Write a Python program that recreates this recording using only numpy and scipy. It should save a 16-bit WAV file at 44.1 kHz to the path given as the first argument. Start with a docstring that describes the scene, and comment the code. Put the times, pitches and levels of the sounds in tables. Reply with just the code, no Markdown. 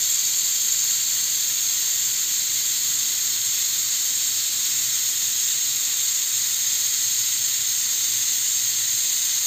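"""A pressure cooker vents a steady jet of steam through its valve in a tiled kitchen, heard by one near microphone.
The turbulent jet hisses widely and whistles fuzzily in the valve cap: shaped noise with a loud treble shelf.
Narrow peaks and notches, below about 9.5 kHz from valve cap and echoes, and a fine echo ripple comb the hiss.
Under it the boiling pot rumbles as low lumpy noise with faint hum lines.
The hand-held microphone drifts from one place to another, so the peaks slowly change."""
import sys
import numpy as np
from scipy import signal
from scipy.io import wavfile
from scipy.ndimage import uniform_filter1d

SR = 44100
rng = np.random.default_rng(int(sys.argv[2]) if len(sys.argv) > 2 else 0)


def generate_wav(signal):
    """Clip the signal to [-1, 1] and save it as 16-bit WAV at the path in sys.argv[1]."""
    frames = np.transpose(np.atleast_2d(signal))
    scaled = np.clip(frames, -1, 1) * 32767
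    pcm = np.round(scaled).astype(np.int16)
    wavfile.write(sys.argv[1], SR, pcm)


def decibels_to_gain(level_db):
    """Convert a level in decibels to a linear amplitude gain (20 dB per decade)."""
    exponent = np.asarray(level_db, float) / 20
    return 10 ** exponent


N = 417186  # length in samples
HOP = 512  # samples between noise frames
# the microphone drifts evenly from its first place to its second between these times
DRIFT_START_S, DRIFT_END_S = 0.6, 7.8


def evened(x):
    """Scales to rms 1."""
    return x / np.sqrt(np.mean(x ** 2) + 1e-20)


def over_hz(points, hz):
    """Reads a spectrum in dB at the frequencies hz, on a log-frequency axis."""
    point_hz, level_db = np.transpose(points)
    return np.interp(np.log(hz + 1), np.log(point_hz + 1), level_db)


def over_time(points, t):
    """Reads a curve at the times t."""
    return np.interp(t, *np.transpose(points))


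def wander(shape, span, axis):
    """Smooth chance of rms 1: white noise averaged twice over span points along one axis."""
    size = max(round(span), 1)
    once = uniform_filter1d(rng.standard_normal(shape), size, axis)
    return evened(uniform_filter1d(once, size, axis))


def smooth_patches(shape, span_bins, span_frames):
    """Random field of bins x frames with rms 1, smooth in both frequency and time."""
    across_bins = wander(shape[::-1], span_bins, axis=1)
    return evened(uniform_filter1d(across_bins, span_frames, axis=0)).T


def bumps(rows, hz, drift):
    """Bell-shaped peaks and notches in dB that blend from the first microphone place to the second."""
    centre_hz, width_hz, first_db, second_db = np.transpose(rows)
    bells = np.exp(-.5 * ((hz[:, None] - centre_hz) / width_hz) ** 2)
    height_db = first_db[:, None] + (second_db - first_db)[:, None] * drift
    return bells @ height_db


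def noise(shape_db):
    """Noise of rms 1 from random short-time spectra under a dB field of bins x frames."""
    size = 2 * (len(shape_db) - 1)
    frames = shape_db.T.shape
    spectra = rng.standard_normal(frames) + 1j * rng.standard_normal(frames)
    sound = signal.istft(spectra.T * decibels_to_gain(shape_db), nperseg=size, noverlap=size - HOP)[1]
    # the thin first frames are skipped
    return evened(sound[size // 2:][:N])


def frame_grid(size):
    """Bin frequencies, and the microphone's way from first place (0) to second (1) at each frame."""
    t = (np.arange((N + size) // HOP + 2) * HOP - size // 2) / SR
    drift = np.clip((t - DRIFT_START_S) / (DRIFT_END_S - DRIFT_START_S), 0, 1)
    return np.fft.rfftfreq(size, 1 / SR), drift


def boiling(lumps_db=0.7):
    """Boiling pot and burner: low noise, lumpy in level, around the pot's drone with faint hum lines."""
    # colour of the rumble, relative: hz, level_db (per Hz)
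    rumble_colour = [(15, -20), (35, -20), (60, -15), (90, -5.5), (112, 2.5), (128, -1), (158, -9.5),
                     (250, -9), (338, -12), (372, -19), (500, -18), (800, -21)]
    # faint hum lines over that colour: centre_hz, width_hz, first_place_db, second_place_db
    hum_lines = [(83, 4, 5, 1), (128, 6, -0.5, 1), (172, 7, 3.5, 0), (205, 4, 6, 4.5), (221, 5.6, 4.5, 1),
                 (251.5, 4.3, 4.5, 6), (303, 5.5, 7, 7), (351, 15, 7.5, 7)]
    # slow level of the boiling pot and burner: time_s, level_db
    rumble_level = [(0, -54.5), (2.2, -54.5), (2.9, -53), (3.8, -54), (4.7, -53), (6.2, -54.5), (7.8, -53),
                    (9.46, -54)]
    hz, drift = frame_grid(size=12288)
    colour_db = over_hz(rumble_colour + [(3000, -90)], hz)
    field_db = colour_db[:, None] + bumps(hum_lines, hz, drift)
    level_db = over_time(rumble_level, np.arange(N) / SR) + lumps_db * wander(N, 4000, axis=0)
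    return noise(field_db) * decibels_to_gain(level_db)


def steam(level_db=-21.5, fine_db=1.8, patchy_db=.35, flutter_db=.45):
    """Turbulent jet noise at steady pressure, whistling in the valve cap and combed by echoes."""
    # colour of the hiss as heard, relative: a loud whistling shelf, a deep valley,
    # then a bright band above 11.6 kHz: hz, level_db (per Hz)
    hiss_colour = [(400, -28.7), (650, -30.0), (1000, -25.9), (2000, -15.5), (2650, -15.5), (4200, -5.2),
                   (4750, -7.3), (4950, -11.6), (6020, -12.0), (6180, -0.1), (7600, 0.0), (7720, -11.3),
                   (8480, -6.8), (8580, -16.9), (9500, -22.8), (11300, -36.2), (11540, -38.9),
                   (11640, -15.9), (13000, -11.6), (15400, -10.8)]
    # clearest peaks and notches of the hiss as heard: below about 9.5 kHz from the valve cap and from
    # echoes off lid and tiles, above that only an uneven treble:
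    # centre_hz, width_hz, first_place_db, second_place_db
    ripples = [(970, 30, -2.5, -1.6), (1055, 30, 2.6, 2.8), (1680, 45, -3.3, -2.9), (1980, 110, 1.5, 2.0),
               (2240, 30, -3.5, -3.0), (2625, 20, -2.6, -4.1), (2970, 110, -0.3, 1.6),
               (3210, 20, -3.1, -2.7), (3295, 30, 3.2, 3.8), (3425, 45, -2.7, -0.5), (3575, 45, 1.7, 2.9),
               (3810, 45, 0.1, 3.2), (3985, 30, -2.7, -3.3), (4090, 30, 2.6, 2.4), (4175, 30, -5.3, -4.2),
               (4370, 14, -1.3, -2.3), (4480, 20, -1.3, -3.2), (4630, 45, 3.0, 2.1), (4910, 70, -4.9, -3.8),
               (5145, 30, 3.4, 2.2), (5255, 14, -3.5, -0.9), (5450, 110, 2.7, 3.0), (5880, 110, -2.8, -2.1),
               (6070, 14, -1.5, -3.9), (6265, 20, -1.4, -3.4), (6350, 20, -4.9, -3.6), (6440, 30, 3.5, 2.7),
               (6590, 30, 7.7, 5.9), (6695, 30, -5.1, -1.9), (6785, 30, 3.9, -1.2), (6870, 20, -1.0, 3.1),
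               (7065, 20, 2.0, 1.6), (7170, 30, -2.0, -2.9), (7255, 14, 3.4, 0.6), (7300, 70, -3.9, -3.5),
               (7495, 30, 0.5, 4.0), (7580, 110, 2.5, 0.8), (8040, 60, -2.5, -2.5), (8290, 110, -1.2, 1.2),
               (8485, 20, 2.9, 4.2), (8590, 70, -4.7, -1.4), (9000, 110, 1.8, 3.2), (9900, 150, -4.6, 1.0),
               (10915, 70, -4.0, -2.6), (11135, 70, 1.3, 5.1), (11390, 70, -8.8, 1.1),
               (11750, 150, -1.8, 3.3), (12275, 110, -1.4, -4.2), (12770, 110, 1.7, -4.8),
               (13005, 45, 4.6, 1.1), (13845, 110, 1.2, 3.5), (14105, 70, -4.4, 1.0)]
    hz, drift = frame_grid(size=8192)
    field_db = over_hz(hiss_colour, hz)[:, None] + bumps(ripples, hz, drift)

    # the many late echoes of the kitchen add a fine, slowly changing ripple, deeper in the treble;
    # fine_db is its rms depth at 4 kHz
    treble_weight = np.clip(hz / 4000, .5, 1.15)[:, None]
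    field_db += fine_db * treble_weight * smooth_patches(field_db.shape, span_bins=4, span_frames=350)

    # eddies make patches of the hiss swell for a moment
    field_db += patchy_db * smooth_patches(field_db.shape, span_bins=90, span_frames=30)

    # the whole jet flutters a little
    flutter = flutter_db * wander(N, 500, axis=0)
    return noise(field_db) * decibels_to_gain(level_db + flutter)


def scene():
    """Steam without its lows, over the boiling pot: one near microphone feeds both channels."""
    low_cut = signal.butter(2, 330, "high", fs=SR, output="sos")
    hiss = signal.sosfilt(low_cut, steam())
    microphone = hiss + boiling()
    return np.tile(microphone, (2, 1))


def roll_off(x):
    """The treble ends steeply here."""
    return signal.sosfilt(signal.butter(12, 16300, fs=SR, output="sos"), x)


def record(dry):
    """A steep band limit at 15480 Hz closes off the top of the hiss."""
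    band_limit = signal.firwin(2047, 15480, window=("kaiser", 12), fs=SR)
    mix = signal.oaconvolve(dry, band_limit[None], "same")
    return roll_off(mix)


dry = scene()
out = record(dry)
generate_wav(out)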